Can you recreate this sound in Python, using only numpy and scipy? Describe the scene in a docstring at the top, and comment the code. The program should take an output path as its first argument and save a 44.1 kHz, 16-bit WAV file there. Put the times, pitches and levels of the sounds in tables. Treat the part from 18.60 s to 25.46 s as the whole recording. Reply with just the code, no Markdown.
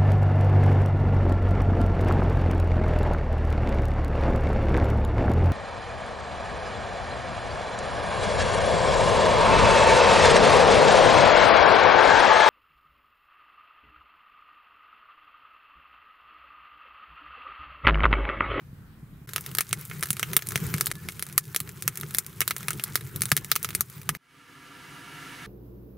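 """Wind buffeting a microphone over open snow opens the piece: flickering noise, struck resonances, faint air.
It cuts to logs burning in a sheet-iron stove with its door open: roar and hiss are shaped noise, pops and
crackle are filtered noise bursts, puffs and wall rings are struck resonances, with steam whistles and one rasp.
Last, a pot simmers on the stove, faded in: fizzing noise ringing the pot's walls.
"""
import sys
import numpy as np
from scipy import signal
from scipy.io import wavfile
from scipy.ndimage import uniform_filter1d, map_coordinates

SR = 44100
rng = np.random.default_rng(int(sys.argv[2]) if len(sys.argv) > 2 else 0)


def waveform_to_disk(signal):
    """Save audio, clipped to [-1, 1], as 16-bit WAV at the path in sys.argv[1]."""
    frames = np.transpose(np.atleast_2d(signal))
    scaled = np.clip(frames, -1, 1) * 32767
    samples = np.round(scaled).astype(np.int16)
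    wavfile.write(sys.argv[1], SR, samples)


def attenuation_scalar(level_db):
    """Turn a level in dB into a linear amplitude multiplier (20 dB per decade)."""
    decades = np.asarray(level_db, float) / 20
    return 10 ** decades


N = 302694   # samples


def curve(points):
    """A table of (start_s, value) drawn as straight lines, sample by sample."""
    s, value = np.transpose(points)
    return np.interp(np.arange(N) / SR, s, value)


def at_hz(points, hz):
    """Value of a table on a log-frequency axis."""
    table_hz, value = np.transpose(points)
    return np.interp(np.log(hz), np.log(table_hz), value)


def rms_one(x):
    """Scaled to unit rms."""
    return x / np.sqrt(np.mean(x ** 2) + 1e-20)


def lean_left(db):
    """Left and right gains that set the left side db over the right."""
    return attenuation_scalar(np.array([[db / 2], [-db / 2]]))


def drift(rate):
    """Smooth random wander of spread about 1, with new values rate times a second."""
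    knots = rng.standard_normal(400)
    return map_coordinates(knots, [np.arange(N) / SR * np.clip(rate, 0, 55)], order=3)


def band_pass(x, order, edges_hz):
    """Butterworth band-pass."""
    return signal.sosfilt(signal.butter(order, edges_hz, "band", fs=SR, output="sos"), x)


def top_cut(x):
    """Ends the sound steeply just under 16 kHz."""
    return signal.sosfilt(signal.ellip(10, .5, 50, 15750, fs=SR, output="sos"), x)


def resonate(x, modes):
    """Each mode lifts a narrow peak out of the sound; a negative lift carves a notch."""
    for hz, width_hz, lift_db in modes:
        b, a = signal.iirpeak(hz, hz / width_hz, fs=SR)
        x = x + (attenuation_scalar(lift_db) - 1) * signal.lfilter(b, a, x)
    return x


def boom(rows, hz, t60, edges_hz):
    """Single pushes (start_s, push_db) set one resonance ringing, decaying 60 dB in t60 seconds."""
    push = np.full(N, 1e-18)
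    push[[round(s * SR) for s, db in rows]] = attenuation_scalar(np.array(rows)[:, 1])
    r = attenuation_scalar(-60 / (t60 * SR))
    w = 2 * np.pi * hz / SR
    ring = signal.lfilter([0, np.sin(w)], [1, -2 * r * np.cos(w), r * r], push)
    return band_pass(ring, 2, edges_hz)


# how alike left and right are in the fire's and wind's rush: pitch_hz, likeness (1 = identical)
RUSH_LIKENESS = [(30, 0.63), (70, 1), (600, 0.83), (1500, 0.61), (4000, 0.65), (15000, 0.83)]


def rush(colour, top_hz, flicker_db, flicker_rate, shared=0.24, likeness=RUSH_LIKENESS, lean=((1, 0), (2, 0))):
    """Stereo noise in third-octave bands, each with its own level, flicker and likeness; rms 1."""
    out = 0
    together = drift(flicker_rate / 2)
    white = rng.standard_normal((2, 2, N))   # neighbouring bands take different noise
    edges = 25 * 2 ** np.arange(0, 9.5, 1 / 3)
    for k, (low, high) in enumerate(zip(edges, edges[1:])):
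        if high > top_hz:
            break
        hz = np.sqrt(low * high)
        mid, side = band_pass(white[k % 2], 2, [low, high])
        alike = np.clip(at_hz(likeness, hz), 0, 1)
        stereo = np.sqrt(1 + alike) * mid + np.sqrt(1 - alike) * side * [[1], [-1]]
        gain = attenuation_scalar(at_hz(colour, hz) + flicker_db * (shared * together + drift(flicker_rate)))
        out = out + gain * lean_left(at_hz(lean, hz)) * stereo
    return rms_one(top_cut(out))


# tone of the buffeting: pitch_hz, level_db (per Hz, relative)
WIND_COLOUR = [(25, -10), (136, -4), (325, -22), (667, -45)]
# tone of the open-air hush: pitch_hz, level_db (per Hz, relative)
AIR_COLOUR = [(500, -18.5), (787, -17.5), (1290, -11.5), (6280, -31.5), (15100, -24.5)]
# stereo of the open air: pitch_hz, likeness (1 = identical)
AIR_LIKENESS = [(600, 0.91), (1400, 0.3), (3100, 0.054), (9000, 0.45)]
# single eddies striking the microphone ports: start_s, push_db
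GUSTS = [(0.129, -31.5), (0.43, -30.5), (0.529, -35), (0.615, -34)]
WIND_DB, AIR_DB = -49, -62.5   # rms


def wind():
    """Eddies buffet the microphone ports as low flickering noise and thuds, over a faint open-air hush."""
    buffet = attenuation_scalar(WIND_DB) * rush(WIND_COLOUR, 1100, flicker_db=1.0, flicker_rate=31.0, shared=1.4)
    thuds = boom(GUSTS, 155, 0.041, [70, 450])
    hush = rush(AIR_COLOUR, 17000, flicker_db=1.5, flicker_rate=12.3, likeness=AIR_LIKENESS)
    return buffet + thuds + attenuation_scalar(AIR_DB) * hush


# how fiercely the fire burns, as hiss before the firebox rings: start_s, level_db
VIGOUR = [(0.75, -53), (1.21, -53), (1.48, -51.5), (2.16, -44.5), (2.41, -54.5), (3.29, -54), (3.39, -51),
          (3.83, -55.5), (4.09, -51.5), (4.43, -50), (5.45, -55.5)]
# tone of the roar: pitch_hz, level_db (per Hz, relative)
FLAME_COLOUR = [(25, -23.5), (64, -10.5), (140, 6), (168, -0.5), (255, -21.5), (395, -12.5), (591, -42),
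                (900, -27.5)]
# tone of the hiss: pitch_hz, level_db (per Hz, relative)
HISS_COLOUR = [(500, -18.5), (859, -7), (1280, 5), (1540, -0.5), (4760, -12), (11600, -9.5), (15100, -5)]
# what the hiss rings in the firebox: pitch_hz, width_hz, lift_db
FIREBOX = [(2210, 240, 3.5)]
ROAR_DB, ROAR_FOLLOWS = -42.5, 0.73   # roar at the vigour table's mean, before the flue; dB per dB of hiss
FLUE_HZ, FLUE_WIDTH_HZ = 400, 79
FLUE_LIFT_DB, FLUE_FOLLOWS = 5, 0.42   # lift at the same mean; dB more per dB of flare


def flame():
    """A lumpy roar rings the flue and gas hisses out of the wood; both follow the fire's vigour."""
    hiss_db = curve(VIGOUR)
    flare_db = hiss_db - np.mean(VIGOUR, axis=0)[1]
    roar_db = ROAR_DB + ROAR_FOLLOWS * flare_db
    roar = attenuation_scalar(roar_db) * rush(FLAME_COLOUR, 1100, flicker_db=2.5, flicker_rate=40., shared=1.23)
    roar = resonate(roar, [(FLUE_HZ, FLUE_WIDTH_HZ, FLUE_LIFT_DB + FLUE_FOLLOWS * flare_db)])
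    hiss = attenuation_scalar(hiss_db) * rush(HISS_COLOUR, 17000, flicker_db=2.5, flicker_rate=46.0, shared=1.0)
    return (roar + resonate(hiss, FIREBOX)) * lean_left(0.8)


# thin fibres tick high, thick ones lower: low_hz, high_hz
GRAIN_BANDS = [(7000, 15500), (9500, 15500), (2500, 8000)]
GRAINS_PER_S = 450   # median rate
GRAIN_DB, GRAIN_SPREAD_DB = 13, 4.5   # impulse over the hiss level, before its band-pass; random extra


def grains():
    """Bark fibres part in single dry ticks, in clumps, each in one of a few brightness bands."""
    born = rng.random(N) < GRAINS_PER_S * attenuation_scalar(5.0 * drift(12)) / SR
    extra_db = GRAIN_SPREAD_DB * np.minimum(rng.exponential(1, N), 4)
    size = attenuation_scalar(curve(VIGOUR) + GRAIN_DB + extra_db) * rng.choice([-1, 1], N)
    kind = rng.integers(len(GRAIN_BANDS), size=N)
    return sum(band_pass(born * size * (kind == k) + 1e-18, 2, edges_hz)
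               for k, edges_hz in enumerate(GRAIN_BANDS))


# what the bursts ring: pitch_hz, width_hz, lift_db
POP_COLOUR = [(431, 42, 9), (1267, 90, 8.5), (1735, 750, 10), (2183, 60, 5.5), (11220, 2000, 3.5)]
# left over right of knock, snap, sizzle, thump: side_db
POP_SIDE = -1.4, 0.4, 1, -0.6
# middle pitches of the two rings each splitting cell has of its own: pitch_hz
CELL_PITCHES = (2500, 8000)
CELL_SPREAD_OCT, CELL_LIFT_DB = .6, 6
SNAP_SHARE, SNAP_DIP_DB = 0.42, -4.5   # the 5 kHz snap lies between knock and sizzle, a little lower
TAIL_FOLLOWS, TAIL_GROWS = 0.11, 0.11   # more tail for deeper and for stronger bursts: dB per dB
TAIL_THINS_HZ = 2500   # the scattered tail loses its low end under this


def bursts(rows, tail_db):
    """A cell splits in a sharp crack and a spray; the firebox walls return it and scatter a short tail."""
    s, sizzle_db, depth_db = np.transpose(rows)
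    t = np.arange(2200) / SR
    chance = rng.standard_normal((len(s), 3 * len(t) + 3))
    noise = chance[:, 3:].reshape(len(s), 3, len(t))
    pan_db = 0.84 * chance[:, 0]
    knock_db = sizzle_db + depth_db
    snap_db = sizzle_db + SNAP_SHARE * depth_db + SNAP_DIP_DB
    thump_db = knock_db - 15.0

    spray = attenuation_scalar(-60 * t / 0.004) * np.clip(t / .0001, 0, 1)
    own_tail_db = tail_db + TAIL_FOLLOWS * np.clip(depth_db, -25, 5) + TAIL_GROWS * np.maximum(sizzle_db, -45)
    tail = attenuation_scalar(own_tail_db[:, None, None] - 60 * t / 0.048) * np.clip(t / 0.00017, 0, 1)
    crack = noise[:, :1] * spray
    crack[:, :, 3] += 4.28 * np.sign(noise[:, :1, 0])   # the first break is one sharp step
    lag = round(0.0029 * SR)   # wall to wall and back
    crack = crack + 0.23 * np.roll(crack, lag, axis=2) + 0.12 * np.roll(crack, 2 * lag, axis=2)
    scatter = noise[:, :1] + 0.7 * noise[:, 1:]   # differs left and right
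    scatter = signal.lfilter(*signal.butter(1, TAIL_THINS_HZ, "high", fs=SR), scatter)
    crack = resonate(crack + tail * scatter + 0.25 * spray * noise[:, 1:], POP_COLOUR)
    own_hz = np.multiply(CELL_PITCHES, 2 ** (CELL_SPREAD_OCT * chance[:, 1:3]))
    own_hz = np.clip(own_hz, 900, 15000)
    crack = np.array([resonate(pop, [(hz, hz / 4, CELL_LIFT_DB) for hz in pair])
                      for pop, pair in zip(crack, own_hz)])

    sound = 0
    bands_hz = [(1104, 3300), (3710, 6390), (8090, 15870), (220, 730)]
    for edges_hz, level_db, side_db in zip(bands_hz, [knock_db, snap_db, sizzle_db, thump_db], POP_SIDE):
        band = band_pass(crack, 3, edges_hz)
        if edges_hz[0] < 500:   # long waves reach both sides alike
            band = band.mean(axis=1, keepdims=True)
        # each band is levelled on its loudest 2 ms
        loudest = np.sqrt(uniform_filter1d(band.mean(axis=1) ** 2, size=90).max(axis=1))
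        sound = sound + band * (attenuation_scalar(level_db) / loudest)[:, None, None] * lean_left(side_db)

    out = np.zeros((2, N + len(t)))
    for start, pop, pan in zip(np.round(s * SR).astype(int), sound, pan_db):
        out[:, start:start + len(t)] += pop * lean_left(pan)
    return out[:, :N]


def crackle():
    """Many faint ticks at random moments, a few larger; they swell and sink with the fire."""
    draw = rng.random((700, 3))
    s = CUTS[1] + draw[:, 0] * (CUTS[-1] - CUTS[1])
    over_hiss_db = -7.5 - 4.5 * np.log(draw[:, 1] + 0.0069)
    size_db = curve(VIGOUR)[(s * SR).astype(int)] + over_hiss_db
    depth_db = -12 + 14.5 * draw[:, 2]
    return bursts(np.transpose([s, size_db, depth_db]), tail_db=-6.0)


# wood bursts: start_s, sizzle_db (8-16 kHz band, loudest 2 ms), depth_db (knock near 2 kHz against sizzle)
POPS = [(0.6909, -38, -3.5), (0.7344, -29.5, -5.5), (0.7611, -20, -1.5), (0.7807, -31.5, 2.5),
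        (0.8093, -32, -34), (0.8627, -29.5, -4.5), (0.9149, -38, -5), (0.95, -21, -10.5),
        (0.971, -31.5, -11), (0.9851, -14, -7), (1.0075, -16, -7.5), (1.092, -34, -16), (1.1291, -16, -4),
        (1.1879, -42, -12), (1.1938, -41, -11), (1.2118, -33.5, -20), (1.252, -33.5, -31),
        (1.3128, -51, 19), (1.3949, -40, -8), (1.4091, -33.5, -21), (1.4269, -23, 0.5), (1.4341, -20.5, -7),
        (1.4571, -31.5, -6), (1.4706, -37, -6), (1.4873, -35, -11), (1.505, -15, -11.5), (1.5303, -23, -14),
        (1.568, -31.5, -2), (1.5955, -24, -4.5), (1.6289, -24, 3), (1.733, -24.5, -3), (1.7661, -7, -7.5),
        (1.7914, -31.5, 0.5), (1.8223, -29, 0), (1.8702, -23.5, -15.5), (1.8878, -20.5, -19),
        (1.9068, -34, -2), (1.9204, -28, -3), (1.9575, -21.5, 5.5), (1.9763, -30, -2), (2.0391, -39, -6),
        (2.0667, -30.5, -26), (2.089, -42, -6), (2.1403, -24.5, 2), (2.2097, -14, -8), (2.259, -19, -23),
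        (2.2685, -18, -7.5), (2.3145, -25, 1.5), (2.3541, -39.5, -4.5), (2.487, -29.5, 2.5),
        (2.4967, -38, -6), (2.5218, -38.5, -9), (2.5946, -29, -6.5), (2.6249, -21.5, -8),
        (2.6663, -35.5, -7), (2.688, -41, -8), (2.7263, -35.5, -12), (2.7787, -7, -14.5),
        (2.8534, -38.5, -9), (2.9466, -25, -1), (2.962, -14.5, -8), (2.9934, -41, -16), (3.0027, -20, -10),
        (3.0918, -34.5, -4.5), (3.2232, -26.5, -8), (3.278, -13, -10), (3.3563, -31.5, -10),
        (3.3735, -25, -11.5), (3.3998, -36, -12), (3.4113, -26, -14), (3.4329, -41, 10), (3.5085, -36, -6),
        (3.5412, -33, -17), (3.5475, -19, -9.5), (3.5696, -31, -26), (3.5848, -12.5, -14),
        (3.6644, -29, -13), (3.806, -13.5, -10.5), (3.8161, -22, 2), (3.8777, -16, -9.5),
        (3.8996, -35, -10), (3.9085, -20, -2), (3.9647, -26.5, -4.5), (3.9817, -30.5, -23),
        (4.0071, -38, -5), (4.0298, -35.5, -2), (4.0833, -20.5, -0.5), (4.1059, -21.5, -8),
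        (4.1316, -32, -8), (4.1965, -34, 6), (4.2385, -17, -17), (4.3555, -14.5, -5), (4.3742, -36, -3),
        (4.5607, -24.5, -16.5), (4.6078, -30, -10), (4.6188, -14.5, -11), (4.635, -27, -6),
        (4.6554, -20.5, -11.5), (4.6905, -36, -7), (4.7022, -37, -17), (4.7171, -13.5, 2.5),
        (4.7665, -12, -9.5), (4.7752, -21.5, -3.5), (4.846, -28, -10.5), (4.9158, -11.5, -7),
        (4.9549, -21.5, -8), (4.9617, -14, -7.5), (5.0289, -21.5, -21), (5.0368, -32, -18),
        (5.0459, -22.5, -2.5), (5.0894, -31, -2), (5.1055, -33.5, -0.5), (5.1299, -51, 8),
        (5.1498, -16.5, -7.5), (5.2079, -12, -17), (5.2993, -37.5, -12), (5.4158, -41.5, -3.5),
        (5.4911, -18.5, -2.5), (5.5499, -36.5, 6.5)]


def pops():
    """Larger wood cells burst one by one, each with its own strength and depth."""
    return bursts(POPS, tail_db=-7.0)


# gas pockets igniting: start_s, push_db
PUFFS = [(1.504, -21.5), (1.634, -34), (1.762, -30), (1.957, -19.5), (2.142, -15), (3.01, -25.5),
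         (3.809, -31), (4.558, -30), (4.611, -26), (4.722, -14.5), (5.15, -32.5), (5.21, -34),
         (5.493, -23.5)]


def puffs():
    """Each soft push sets the air in the firebox booming for a few cycles."""
    return boom(PUFFS, 143.0, 0.068, [75, 320]) * lean_left(1.0)


# sap steam jets: start_s, length_s, level_db (rms before wavering)
WHISTLES = [(2.335, .14, -62.5), (2.79, .15, -61), (4.76, .14, -59)]


def whistles():
    """Steam forced through a pore sings on one thin, slightly wavering pitch for a moment."""
    t = np.arange(N) / SR
    pitch_hz = 1730 + 18 * drift(50)
    tone = np.sin(2 * np.pi * np.cumsum(pitch_hz) / SR) * np.sqrt(2) * attenuation_scalar(4 * drift(40))
    return tone * sum(attenuation_scalar(db) * np.clip(np.minimum(t - s, s + length - t) / .02, 0, 1)
                      for s, length, db in WHISTLES)


# low wall ring under some of the pops: start_s, push_db
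WALL_RINGS = [(2.7792, -19.5), (3.0022, -28), (4.0829, -22), (4.7162, -14), (4.9162, -21), (4.9608, -21.5),
              (5.2084, -25), (5.4907, -17)]


def wall_rings():
    """A loud pop sets the stove wall ringing very briefly near 1.2 kHz."""
    return boom(WALL_RINGS, 1235, 0.021, [800, 1600])


# the gas escape: start_s, length_s, level_db (rms before sputter and fade)
SIGH = 4.254, .08, -47


def sigh():
    """A pocket of gas escapes with a soft rasp: mid-range noise that sputters and dies away."""
    s, length, db = SIGH
    t = np.arange(N) / SR
    rasp = rms_one(band_pass(rng.standard_normal(N), 2, [1000, 2200]))
    swell = np.clip(np.minimum((t - s) / 0.0072, (s + length - t) / length), 0, 1)
    return attenuation_scalar(db) * rasp * attenuation_scalar(5.5 * drift(55)) * swell


# tone of the bubbling: pitch_hz, level_db (per Hz, relative)
SIMMER_COLOUR = [(30, -12), (76, -9.5), (150, 5.5), (217, -12.5), (268, -7), (547, -17.5), (1340, -10.5),
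                 (2470, -10.5), (12300, -25.5), (15200, -27)]
# what the pot rings: pitch_hz, width_hz, lift_db
POT = [(258.5, 14, 12), (286.5, 11, 10), (330, 7.8, 11), (395, 7, 12), (495, 15, 11.5), (710, 25, 8.5),
       (954, 22, 12), (1200, 40, 11.5), (1360, 31, 15), (1690, 97, 11.5), (2026, 21, 10), (2246, 24, 10.5),
       (2860, 290, 5.5), (7500, 210, -14), (10300, 1900, 4.5)]
# stereo of the pot: pitch_hz, likeness (1 = identical)
POT_LIKENESS = [(60, 0.75), (130, 0.94), (3100, 0.85), (8000, 0.94), (15000, 0.85)]
# stereo lean of the pot: pitch_hz, side_db (left over right)
POT_SIDE = [(60, 1.5), (400, 0.7), (2400, -2.5), (8000, -0.7)]
# the fade-in: level_db (rms at full), start_s, length_s
SIMMER = -43, 5.543, 1.155


def simmer():
    """Countless tiny bubbles, as flickering noise, ring the pot's walls; a straight ramp fades them in."""
    level_db, start_s, length_s = SIMMER
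    bubbles = rush(SIMMER_COLOUR, 17000, flicker_db=0.75, flicker_rate=28.0, shared=0.76,
                   likeness=POT_LIKENESS, lean=POT_SIDE)
    ramp = np.clip((np.arange(N) / SR - start_s) / length_s, 0, 1)
    return attenuation_scalar(level_db) * ramp * rms_one(resonate(bubbles, POT))


# wind ends, fire starts, a splice opens a gap of a few milliseconds in the fire scene,
# the gap closes, fire ends as the pot enters: start_s
CUTS = .661, .672, 2.325, 2.333, 5.569


def scene():
    """The three places in turn, each with edges of a few milliseconds."""
    t = np.arange(N) / SR
    after = [np.clip((t - cut) / .004, 0, 1) for cut in CUTS]
    ticks = top_cut(grains() + crackle())
    stove = flame() + ticks + pops() + puffs() + whistles() + wall_rings() + sigh()
    burning = after[1] - (after[2] - after[3]) - after[4]
    return wind() * (1 - after[0]) + stove * burning + simmer() * after[4]


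def gain_control(x, threshold_db=-8.5, share=0.49, release_db_per_s=35.0, attack_s=0.023):
    """Peaks over the threshold turn the level down in tens of milliseconds; it creeps back; 1 dB make-up."""
    peak_db = 20 * np.log10(np.abs(x).max(axis=0) + 1e-9)
    over_db = share * np.maximum(peak_db - threshold_db, 0)
    ramp = release_db_per_s * np.arange(N) / SR
    held_db = np.maximum.accumulate(over_db + ramp) - ramp   # falls back at the release rate
    r = np.exp(-1 / (attack_s * SR))
    return x * attenuation_scalar(1.0 - signal.lfilter([1 - r], [1, -r], held_db))


def band_limit(x):
    """A steep low-pass at the top of the band."""
    return signal.sosfilt(signal.butter(12, 16960, fs=SR, output="sos"), x)


def record(dry):
    """Gain control, a steep cut of the top, and a ceiling at full scale."""
    levelled = gain_control(dry)
    x = signal.sosfilt(signal.cheby2(10, 50, 16850, fs=SR, output="sos"), levelled)
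    return band_limit(np.clip(x, -1, 1))


dry = scene()
out = record(dry)
waveform_to_disk(out)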